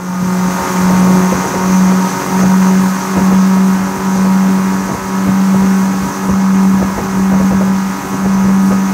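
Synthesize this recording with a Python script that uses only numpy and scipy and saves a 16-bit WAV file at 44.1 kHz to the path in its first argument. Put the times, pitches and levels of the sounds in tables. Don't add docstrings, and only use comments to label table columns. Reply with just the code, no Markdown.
import sys
import numpy as np
from scipy import signal
from scipy.fft import rfft, irfft, next_fast_len
from scipy.io import wavfile
from scipy.ndimage import uniform_filter1d

SR = 44100
rng = np.random.default_rng(int(sys.argv[2]) if len(sys.argv) > 2 else 0)


def digitize_waveform(pressure):
    field = np.atleast_2d(pressure).T
    bounded = np.clip(field, -1, 1)
    quanta = np.round(bounded * 32767).astype(np.int16)
    wavfile.write(sys.argv[1], SR, quanta)


def nominal_scale(level):
    x = np.asarray(level, float) / 20
    return 10 ** x


N = 393813


def rms_one(x):
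    return x / np.sqrt(np.mean(x ** 2) + 1e-20)


def in_time(rows):
    seconds, *columns = np.transpose(rows)
    return [np.interp(np.arange(N) / SR, seconds, column) for column in columns]


def drift(rate, size=1):
    pole = np.exp(-80 * np.pi * rate / SR)
    noise = rng.standard_normal(N // 40 + 2002)
    slow = signal.lfilter([1], [1, -2 * pole, pole * pole], noise)[2000:]
    return np.interp(np.arange(0, N, size) / 40, np.arange(len(slow)), rms_one(slow))


def coloured(x, spectrum, patchy_db=0, count=1):
    size = next_fast_len(N)
    hz, level_db = np.transpose(spectrum)
    pitch = np.log(np.maximum(np.arange(size // 2 + 1), 1) * SR / size)
    shaped = rfft(x, size) * nominal_scale(np.interp(pitch, np.log(hz), level_db, left=-90, right=-90))
    place = np.interp(pitch, np.log(hz[[0, -1]]), [0, count - 1])
    together = 0.21 * drift(3.6) + 0.5 * drift(0.53)
    total = 0
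    for k in range(count):
        band = irfft(shaped * np.clip(1 - abs(place - k), 0, 1), size)[:N]
        total = total + band * nominal_scale(patchy_db * (together + drift(9.7)))
    return rms_one(total)


# time in seconds, level in dB.
OPENING_RISE = [
    (0, -12.5),
    (.15, -10),
    (.3, -6.5),
    (.5, -4),
    (.65, -2),
]


def opening():
    return nominal_scale(in_time(OPENING_RISE)[0])


# frequency in Hz, level in dB per Hz.
RUMBLE_SPECTRUM = [(28, -48), (42, -9.5), (70, -5), (150, -4), (260, -5.5), (450, -18), (900, -24)]
CRACKLE_SPECTRUM = [(120, -27), (220, 1.5), (350, 1), (550, 1), (900, -9), (1500, -17.5), (3000, -28.5)]
THUD_SPECTRUM = [(38, -40), (58, -0.5), (90, -3), (160, 3.5), (260, -1), (400, -37)]
# start in seconds, peak level in dB, thud level in dB relative to the crackle.
STRONG_BUFFETS = [(.897, -13, -8), (1.01, -13, -15), (1.064, -15, -19), (1.313, -10, -10),
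                  (1.438, -16.5, -22), (1.537, -12.5, -14), (1.914, -22, -18), (2.272, -32, -17),
                  (2.384, -14, -25), (2.426, -13, -12), (3.162, -8.5, -9), (3.308, -16, -10),
                  (4.156, -15.5, -10), (4.24, -14.5, -14), (4.888, -13.5, -12), (4.929, -18, -14),
                  (5.262, -15, -1), (5.535, -15.5, -8), (5.618, -16, -11), (6.009, -25, 2),
                  (6.282, -14, -3), (6.81, -12.5, -8), (6.975, -10.5, -7), (7.312, -12.5, -12),
                  (7.395, -13.5, -8), (7.505, -10, -6.5), (7.604, -13, -14), (8.242, -13, -6),
                  (8.482, -17, -18), (8.703, -9.5, -13)]


def wind():
    small = []
    for when, size in rng.uniform(0.02, 1, (36, 2)):
        small.append((0.3 + when * (N / SR - 0.4), -23 + 2.5 * np.log(size), -7))
    crackle_s, thud_s = 0.035, 1.95 * 0.035
    gusts = np.zeros((2, N))
    for s, peak_db, thud_db in [*STRONG_BUFFETS, *small]:
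        start = int(s * SR)
        levels_db = (peak_db - 5.0, peak_db + thud_db + 1.0)
        for gust, level_db, span in zip(gusts, levels_db, (crackle_s, thud_s)):
            age = np.arange(int(5 * span * SR)) / (span * SR / 3)
            gust[start:start + len(age)] += (nominal_scale(level_db) * age * np.exp(1 - age))[:N - start]
    swell = 1 + nominal_scale(12) * uniform_filter1d(gusts[1], size=int(0.18 * SR))
    rumble_gain = nominal_scale(-29.5 + 4.0 * drift(4.1)) * swell
    rumble = rumble_gain * coloured(rng.standard_normal(N), RUMBLE_SPECTRUM, patchy_db=5.0, count=3)
    crackle = coloured(rng.standard_normal(N) * nominal_scale(3 * drift(120)), CRACKLE_SPECTRUM)
    crackle = crackle / np.sqrt(uniform_filter1d(crackle ** 2, size=SR // 30))
    thud = coloured(rng.standard_normal(N), THUD_SPECTRUM)
    return opening() * rumble + gusts[0] * crackle + gusts[1] * thud


# time in seconds, level in dB above cruise.
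ENGINE_LOAD = [(.7, 5), (1.0, 4), (1.45, 4.5), (1.95, 3.5), (2.45, 4), (3.05, 2), (3.25, 3), (3.65, 1),
               (4.5, 0.9), (5.7, 1.5), (6.5, -0.16), (7.3, 0.5), (8.2, 0), (8.93, 0.5)]


def load():
    return in_time(ENGINE_LOAD)[0]


INTAKE_FOLLOWS = 1.36


def whistle():
    edge = signal.butter(2, [6415, 6455], "band", fs=SR, output="sos")
    tone = rms_one(signal.sosfilt(edge, rng.standard_normal(N)))
    return nominal_scale(INTAKE_FOLLOWS * load() - 45.0) * tone


# frequency in Hz, level in dB per Hz.
ROAR_SPECTRUM = [(120, -9.5), (200, -8), (237, -14.5), (284, -11), (332, -15), (384, -15), (639, -19),
                 (963, -17), (1040, -17.5), (1270, -19), (1440, -19.5), (3600, -38.5), (4680, -45),
                 (7920, -120)]
SPRAY_SPECTRUM = [(1800, -6), (3000, -0.5), (4300, 4.5), (5300, 6), (7100, 6), (8300, 4.5), (9050, 0),
                  (11000, -.5), (13600, -0.2), (16500, -2.5)]
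INTAKE_SPECTRUM = [(4800, -16), (5500, -6.5), (5900, 3), (6400, 2), (6900, -3), (7600, -29)]


def rush(turns):
    load_db = load()
    throb = 1 + sum(0.067 * np.cos(2 * np.pi * c) + 0.2 * np.cos(4 * np.pi * c) for c in turns)
    roar = throb * coloured(rng.standard_normal(N), ROAR_SPECTRUM, patchy_db=1.0, count=6)
    spray = coloured(rng.standard_normal(N), SPRAY_SPECTRUM, patchy_db=0.88, count=5)
    intake = coloured(rng.standard_normal(N), INTAKE_SPECTRUM, patchy_db=1.6, count=3)
    roar_gain = nominal_scale(-24 + load_db)
    spray_gain = nominal_scale(-32 + 0.92 * load_db)
    intake_gain = nominal_scale(-36 + INTAKE_FOLLOWS * load_db)
    return roar_gain * roar + spray_gain * spray + intake_gain * intake


# order of the cycle, level in dB above its neighbours.
CLATTER_RESONANCES = [(40, 4.5), (45, 8.5), (52, 7.5), (59, 5), (61, -9)]


def valve_gear(turns):
    order, angle = np.arange(37, 76)[:, None], np.linspace(0, 1, 2049)
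    level_db = -0.5 * (order - 37) + rng.normal(0, 1.5, order.shape)
    level_db += sum(lift_db * (order == round(k)) for k, lift_db in CLATTER_RESONANCES)
    partials = nominal_scale(level_db) * np.sin(2 * np.pi * (order * angle + rng.random(order.shape)))
    shape = np.sum(partials, axis=0)
    far, near = (np.interp(c % 1, angle, shape) for c in turns)
    return nominal_scale(load() - 44.5 + drift(15)) * (near + 0.47 * far)


# order, near motor's rms level in dB midway,
# far motor's level in dB above it, slope in dB per second as the speed climbs through cowl resonances.
COWL_ORDERS = [(5.61, -38.5, -9, 1), (6, -32.5, -5.5, -0.1), (7, -46.5, -1.5, -2), (8, -36.5, 6.5, -1.28),
               (9, -48, 2.5, 0.3), (12, -37, -11.5, -2), (14, -49.5, 3, 0.5), (15, -47, 4.5, -2),
               (16, -46.5, 3, 0.9), (17, -39.5, 2, -0.15), (18, -46.5, 10.5, -0.05), (19, -43.5, 7.5, -0.9),
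               (20, -32.5, 3, -1), (21, -36.5, 0.5, -0.6), (22, -38, -17, -1), (23, -38.5, 4, -0.1),
               (24, -41.5, 0.5, -2.2), (25, -42, 4, -0.7), (26, -37, -9, 0.94), (27, -34.5, -5, -1.5),
               (28, -39, -4, -0.5), (29, -50.5, 1.5, 1.4), (30, -47, 6, 0), (31, -54, -20, -6),
               (32, -38.5, -6, -0.35), (33, -48.5, 2, -2), (34, -49.5, -1, -1), (35, -41, -8, 0),
               (36, -45, 3, -.5)]


def cowl(turns):
    far_turns, near_turns = (c[::8] for c in turns)
    since_midway = np.arange(0, N, 8) / SR - 4.1
    out = 0
    for order, midway_db, far_db, db_per_s in COWL_ORDERS:
        order = order if order < 5.8 else round(order)
        level_db = midway_db + db_per_s * since_midway + 1.6 * drift(6, size=8)
        start = rng.normal(0, 0.16)
        near = np.sin(2 * np.pi * (order * near_turns + start))
        far = -np.cos(2 * np.pi * (order * far_turns + start + 0.018 * drift(1, size=8)))
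        out = out + nominal_scale(level_db + 4.5) * (near + nominal_scale(far_db) * far)
    return signal.resample_poly(out, 8, 1)[:N]


# time in seconds, rate in Hz.
FIRING_RATE = [(0, 182.2), (0.3, 183.1), (1.2, 184.3), (1.7, 186.2), (2.5, 187.4), (3.3, 189.2), (4.3, 190),
               (5.5, 191.4), (6.4, 191.6), (6.8, 191.3), (7.7, 191.6), (8.3, 192.5), (8.93, 192.6)]
# time in seconds, weaker motor's level in dB relative to the stronger.
BEAT_MINIMA = [(-.15, -1.5), (.66, -1), (1.49, -1.3), (2.22, -.8), (3.05, -2.5), (3.96, -3), (4.97, -1.2),
               (6.15, -3), (6.98, -2.5), (8.03, -.8), (9.1, -2)]


def cycles():
    mean = np.cumsum(in_time(FIRING_RATE)[0]) / SR / 4 + 0.005 * drift(1.2)
    slip = in_time([(s, k + 0.5) for k, (s, weak_db) in enumerate(BEAT_MINIMA)])[0] / 8
    return [mean + side * slip + 0.002 * drift(8) for side in (1, -1)]


# time in seconds, rms level in dB.
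DRONE_LEVEL = [(0, -12.5), (.8, -10.5), (1.4, -12), (1.85, -10.5), (2.1, -14), (2.35, -9), (2.65, -11.5),
               (3.2, -7), (3.5, -11), (4.0, -8.5), (4.7, -14), (5.5, -11.5), (6.3, -11), (6.55, -11.5),
               (6.95, -8), (7.6, -13.5), (8.2, -12), (8.93, -11.5)]


def firing(turns):
    one, other = (nominal_scale(0.4 * drift(6)) * np.sin(8 * np.pi * c) for c in turns)
    weaker = nominal_scale(in_time(BEAT_MINIMA)[0])
    return np.sqrt(2) * nominal_scale(in_time(DRONE_LEVEL)[0]) * (one + weaker * other)


def scene():
    turns = cycles()
    boat = firing(turns) + cowl(turns) + valve_gear(turns) + rush(turns) + whistle()
    return (opening() * boat + wind())[None]


def roll_off(x):
    return signal.sosfilt(signal.butter(12, 16480, fs=SR, output="sos"), x)


def record(dry):
    over_db = np.maximum(20 * np.log10(abs(dry[0]) + 1e-9) + 0.1, 0)
    ramp = 120 * np.arange(N) / SR
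    held_db = np.maximum.accumulate(over_db + ramp) - ramp
    duck_db = uniform_filter1d(np.roll(held_db, -40), size=81)
    limited = np.clip(dry * nominal_scale(-duck_db), -1, 1)
    top = signal.ellip(14, 0.5, 80, 15730, fs=SR, output="sos")
    mix = signal.sosfilt(top, limited)
    return roll_off(mix)


dry = scene()
out = record(dry)
digitize_waveform(out)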